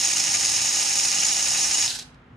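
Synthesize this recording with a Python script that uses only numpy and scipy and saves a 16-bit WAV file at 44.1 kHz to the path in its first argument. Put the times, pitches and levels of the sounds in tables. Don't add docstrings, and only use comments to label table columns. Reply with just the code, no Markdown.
import sys
import numpy as np
from scipy import signal
from scipy.fft import rfft, irfft
from scipy.io import wavfile

SR = 44100
rng = np.random.default_rng(int(sys.argv[2]) if len(sys.argv) > 2 else 0)


def int16_out(signal):
    q = np.round(np.clip(np.atleast_2d(signal).T, -1, 1) * 32767)
    wavfile.write(sys.argv[1], SR, q.astype(np.int16))


N = 104472
T = np.arange(N) / SR
ROTOR_HZ, SHAFT_HZ, WHEEL_HZ = 959.5, 100.5, 9.2
FLUTTER_PER_S = 85

# (frequency [Hz], likeness)
GEAR_LIKENESS = [(100, 0), (700, 6.8), (1400, -0.5), (2200, 2.7), (4500, 1), (5700, 0.8), (6800, 12),
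                 (7400, -0.2), (7900, 0.23), (9400, -0.02), (10700, -0.14), (11500, 0.6), (14000, 0)]


def from_db(db):
    return 10 ** (np.asarray(db) / 20)


def rms_one(x):
    return x / np.sqrt(np.mean(x ** 2) + 1e-20)


def in_time(rows):
    return np.interp(T, *np.transpose(rows))


def per_bin(points):
    hz, value = np.transpose(points)
    bin_hz = np.arange(N + 1) * SR / (2 * N)
    return np.interp(np.log(bin_hz + 1), np.log(hz), value)


def drift(rate):
    r = np.exp(-2 * np.pi * rate / SR)
    smooth = signal.lfilter([1], [1, -2 * r, r * r], rng.standard_normal(N + SR))
    return rms_one(smooth[SR:])


def pan(db):
    return from_db(np.array([[.5], [-.5]]) * db)


def stereo_noise(envelope, spectrum, likeness):
    mid, side = rfft(rng.standard_normal((2, N)) * envelope, 2 * N)
    c = np.clip(likeness, -.99, .99)
    both = np.sqrt(1 + c) * mid + np.sqrt(1 - c) * side * [[1], [-1]]
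    colour = rms_one(from_db(per_bin(spectrum)))
    return irfft(both * colour)[:, :N]


def partials(orders, table, turns, flutter_db):
    out = 0
    for order, (db, lean_db, lead) in zip(orders, table):
        phase = 2 * np.pi * (order * turns + rng.random()) + np.array([[lead], [0]])
        flutter = from_db(flutter_db * np.clip(drift(FLUTTER_PER_S), -2, 2))
        tone = np.sin(phase) * flutter
        out = out + from_db(db) * pan(lean_db) * rms_one(tone)
    return out


def motor_whine(rotor):
    whine_orders = [1, 2, 3, 4, 5, 6, 7, 9, 10, 11]
    # (level [dB], left-right difference [dB], left phase lead [rad])
    whine_partials = [(-61, -7.5, 1), (-60, -2, 3), (-44, -5.5, 1), (-45.5, 3, -5), (-46, -4.5, -13),
                      (-37, -9, 6.2), (-30.5, 0.5, 1.1), (-36, 4, 3.5), (-64.5, -0.5, 8), (-67, -1.5, 11.5)]
    return partials(whine_orders, whine_partials, rotor, flutter_db=11)


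def gear_whirr(shaft):
    whirr_orders = [1, 2, 3, 8, 12, 54.5, 64, 69]
    # (relative level [dB], left-right difference [dB], left phase lead [rad])
    whirr_partials = [(-65.5, 13, -0), (-56.5, -12, 0.5), (-54, 2.5, 0), (-49, -8, 0.5), (-51.5, 4.5, -0.3),
                      (-38.5, -12, -0.1), (-35.5, 0, 0.32), (-48.5, -2.5, .3)]
    lift_db = 1.5
    return from_db(lift_db) * partials(whirr_orders, whirr_partials, shaft, flutter_db=4.5)


def gear_chatter(shaft):
    chatter_db, surge_db, shaft_swing_db = 1.5, 1, 1
    wobble_db = chatter_db * drift(370) + surge_db * drift(75)
    return rms_one(from_db(wobble_db + shaft_swing_db * np.sin(2 * np.pi * shaft)))


def tooth_force(turns):
    spread_db, decay_s, rub_share = 1.5, 0.00019, 1
    strength = from_db(spread_db * np.clip(rng.standard_normal(N), -2, 2))
    strikes = np.diff(np.floor(turns), prepend=0) * strength
    ringing = signal.lfilter([1], [1, -np.exp(-1 / (decay_s * SR))], strikes + 1e-18)
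    return rub_share + rms_one(ringing)


def rattle(turns, chatter):
    # (frequency [Hz], relative level [dB per Hz])
    rattle_colour = [(60, -70), (300, -23), (480, -22.5), (660, -21), (820, -15), (1050, -22),
                     (1400, -19.5), (1900, -15), (2500, -17), (3400, -15.5), (4300, -12), (5300, -3.5),
                     (6000, -8.5), (6600, -1.5), (7500, -11), (8450, -14), (9250, -17), (10300, -17.5),
                     (11400, -28), (14000, -28.5), (15000, -55)]
    force = rms_one(tooth_force(turns) * chatter)
    level_db = -26.5
    return from_db(level_db) * stereo_noise(force, rattle_colour, per_bin(GEAR_LIKENESS))


def gearbox(x):
    casing_hz = [2530, 2880, 3200, 3900, 5430, 5740, 6440, 6720, 8630, 8850, 9750, 10320]
    # (width [Hz], level over the rattle [dB])
    casing_rings = [(190, 3), (40, 9), (120, -3), (247, -7.5), (200.7, -11), (110, -12), (110.9, -8),
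                    (150, -8.5), (110.3, 2.5), (142, 5.5), (296, -2), (220, 0.5)]
    # (frequency [Hz], left-right difference [dB])
    casing_lean = [(200, -3.5), (800, -0.5), (1450, -5), (1850, 2.5), (2400, -2), (4600, -2), (5600, -1.5),
                   (6300, -5.5), (6700, 3.5), (8000, -13.5), (9000, 1.5), (9800, 2.5), (10600, -1.5),
                   (14000, 0)]
    out = x.copy()
    for hz, (width, db) in zip(casing_hz, casing_rings):
        r = np.exp(-np.pi * width / SR)
        feed = np.array([1, 0, -1]) * (1 - r * r) / 2
        feedback = [1, -2 * r * np.cos(2 * np.pi * hz / SR), r * r]
        out += from_db(db) * signal.lfilter(feed, feedback, x)
    return irfft(rfft(out, 2 * N) * pan(per_bin(casing_lean)))[:, :N]


def scuffs(turns):
    # (time [s], level [dB])
    swells = [(0.036, -38), (.12, -37.5), (.195, -40.5), (0.276, -35), (.35, -33), (.435, -38), (.525, -43),
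              (0.596, -34), (.67, -39), (.74, -40.5), (0.821, -36), (0.916, -35.5), (1.139, -35),
              (1.23, -34.5), (1.30, -38), (1.39, -40.5), (1.47, -37), (1.559, -35), (1.65, -45),
              (1.71, -39.5), (1.80, -40), (1.84, -38)]
    # (frequency [Hz], relative level [dB per Hz])
    scuff_colour = [(500, -17), (1300, -11), (1850, -2.5), (2400, 2.5), (2900, -1.5), (4000, -11.5),
                    (8000, -32)]
    swell_s = 0.018
    force = sum(from_db(db) * np.exp(-((T - s) / swell_s) ** 2) for s, db in swells)
    return stereo_noise(force * rms_one(tooth_force(turns)), scuff_colour, likeness=0.43)


def run_down():
    # (time [s], pitch [Hz], level [dB])
    fall = [(1.845, 5350, -46), (1.87, 5250, -29.5), (1.888, 5150, -44), (1.897, 4600, -37),
            (1.908, 3750, -32), (1.915, 3600, -52)]
    s, hz, db = np.transpose(fall)
    pitch = np.interp(T, s, hz) * (1 + .025 * drift(290))
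    level = np.interp(T, s, from_db(db), left=0, right=0)
    return level * rms_one(np.sin(2 * np.pi * np.cumsum(pitch) / SR))


def chassis(speed, turns):
    chassis_hz, width_hz, level_db = 928, 22, -43.5
    nearness = np.exp(-((ROTOR_HZ * speed - chassis_hz) / width_hz) ** 2)
    return from_db(level_db) * nearness * rms_one(np.sin(2 * np.pi * turns))


def coasting(speed):
    # (time [s], level [dB])
    clatter_level = [(1.84, -46), (1.87, -42), (1.905, -29.5), (1.93, -37), (1.962, -31.5), (1.972, -40.5),
                     (2.032, -43), (2.037, -71.5)]
    # (frequency [Hz], relative level [dB per Hz])
    clatter_colour = [(100, -35), (560, -19), (790, -3), (1050, -15), (1300, -19.5), (1500, -3),
                      (2000, -8.5), (2400, -23), (2620, -2.5), (3200, -2.5), (3550, -3.5), (3900, 3),
                      (4350, 0), (5450, 1), (5950, -2), (6500, -1), (7400, -5), (7950, -1.5), (9200, -11),
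                      (9850, -3.5), (11000, -21), (14000, -20), (15000, -45)]
    teeth_per_s = 1900
    s, db = np.transpose(clatter_level)
    level = from_db(np.interp(T, s, db)) * (T > s[0]) * (T < s[-1])
    force = rms_one(tooth_force(np.cumsum(teeth_per_s * speed) / SR))
    return stereo_noise(level * force, clatter_colour, likeness=.75)


def knocks():
    # (time [s], level [dB])
    clacks = [(1.878, -25), (1.989, -30), (1.995, -33), (2.005, -40), (2.025, -41), (2.144, -58)]
    # (frequency [Hz], relative level [dB per Hz])
    knock_colour = [(100, -44), (800, -10), (2000, -10.5), (3900, 4.5), (6500, -1.5), (10000, -7),
                    (15000, -33.5)]
    decay_s = .004
    force = sum(from_db(db) * (T >= s) * np.exp(-np.abs(T - s) / decay_s) for s, db in clacks)
    return stereo_noise(force, knock_colour, per_bin(GEAR_LIKENESS))


def room(x):
    t60_s, treble_t60_s, split_hz, gap_s, level_db = 0.6, 0.27, 2460, 0.0005, -8
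    t = T[:SR // 2]
    white = rng.standard_normal((2, len(t)))
    low = signal.sosfiltfilt(signal.butter(2, split_hz, fs=SR, output="sos"), white)
    treble = white - low
    tail = low * from_db(-60 * t / t60_s) + treble * from_db(-60 * t / treble_t60_s)
    tail = rms_one(tail * (t > gap_s)) / np.sqrt(len(t))
    return from_db(level_db) * signal.fftconvolve(x, tail, axes=1)[:, :N]


def ambience():
    # (frequency [Hz], level [dB])
    hum_tones = [(58.5, -80.5), (112, -66.5), (247, -60.5)]
    # (frequency [Hz], relative level [dB per Hz])
    air_colour = [(25, -36), (55, 3), (80, -12), (150, 0.5), (200, -7.5), (255, -3.5), (310, -13),
                  (390, -11), (560, -15), (1400, -14), (3000, -25.5), (6000, -46), (12000, -61)]
    # (frequency [Hz], likeness)
    air_likeness = [(60, 0.95), (250, 1), (700, 0.28), (2000, 0.24), (8000, .3)]
    # (time [s], level [dB])
    rumble_level = [(0, -55), (.14, -62), (.39, -51.5), (.66, -53), (.73, -68), (1.35, -59.5),
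                    (1.65, -55.5), (1.76, -64), (1.84, -51.5), (1.95, -65), (2.05, -54), (2.22, -61.5),
                    (2.33, -51)]
    # (frequency [Hz], relative level [dB per Hz])
    rumble_colour = [(30, -37), (70, 20), (105, 19.5), (160, 16.5), (260, -29), (450, -44), (2000, -83)]
    air_db, lean_db = -54.5, -0.5
    hum = sum(from_db(db) * rms_one(np.sin(2 * np.pi * hz * T + .5 * drift(1.7))) for hz, db in hum_tones)
    likeness = per_bin(air_likeness)
    air = stereo_noise(from_db(air_db), air_colour, likeness)
    rumble = stereo_noise(from_db(in_time(rumble_level)), rumble_colour, likeness)
    return pan(lean_db) * (hum + air + rumble)


def drive_speed():
    # (time [s], share of full speed)
    speed_curve = [(0, 1), (1.83, 1), (1.88, .92), (1.91, .64), (1.97, .4), (2.04, .05)]
    wheel_swing = .004 * np.cos(2 * np.pi * WHEEL_HZ * T)
    return in_time(speed_curve) * (1 + wheel_swing + .0015 * drift(8))


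def scene():
    # (time [s], level [dB])
    load_curve = [(0, -2), (.4, -1.5), (1.5, -1.5), (1.76, -2), (1.86, -1.5), (1.885, -13.5), (1.93, -13),
                  (1.97, -58)]
    speed = drive_speed()
    rotor = np.cumsum(ROTOR_HZ * speed * (1 + .003 * drift(150))) / SR
    shaft = np.cumsum(SHAFT_HZ * speed * (1 + .004 * drift(110))) / SR
    chatter = gear_chatter(shaft)
    load = from_db(in_time(load_curve))

    tones = motor_whine(rotor) + gear_whirr(shaft)
    whine = chatter * (load * speed * tones + run_down())
    driven = gearbox(load * rattle(rotor, chatter)) + scuffs(rotor)
    slack = pan(-2) * (coasting(speed) + knocks())
    gears = driven + slack
    return whine + chassis(speed, rotor) + gears + room(gears) + ambience()


def record(dry):
    peak_limit, cutoff_hz = 0.41, 14800
    rounded = peak_limit * np.tanh(dry / peak_limit)
    return signal.sosfilt(signal.ellip(10, .2, 80, cutoff_hz, fs=SR, output="sos"), rounded)


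dry = scene()
out = record(dry)
int16_out(out)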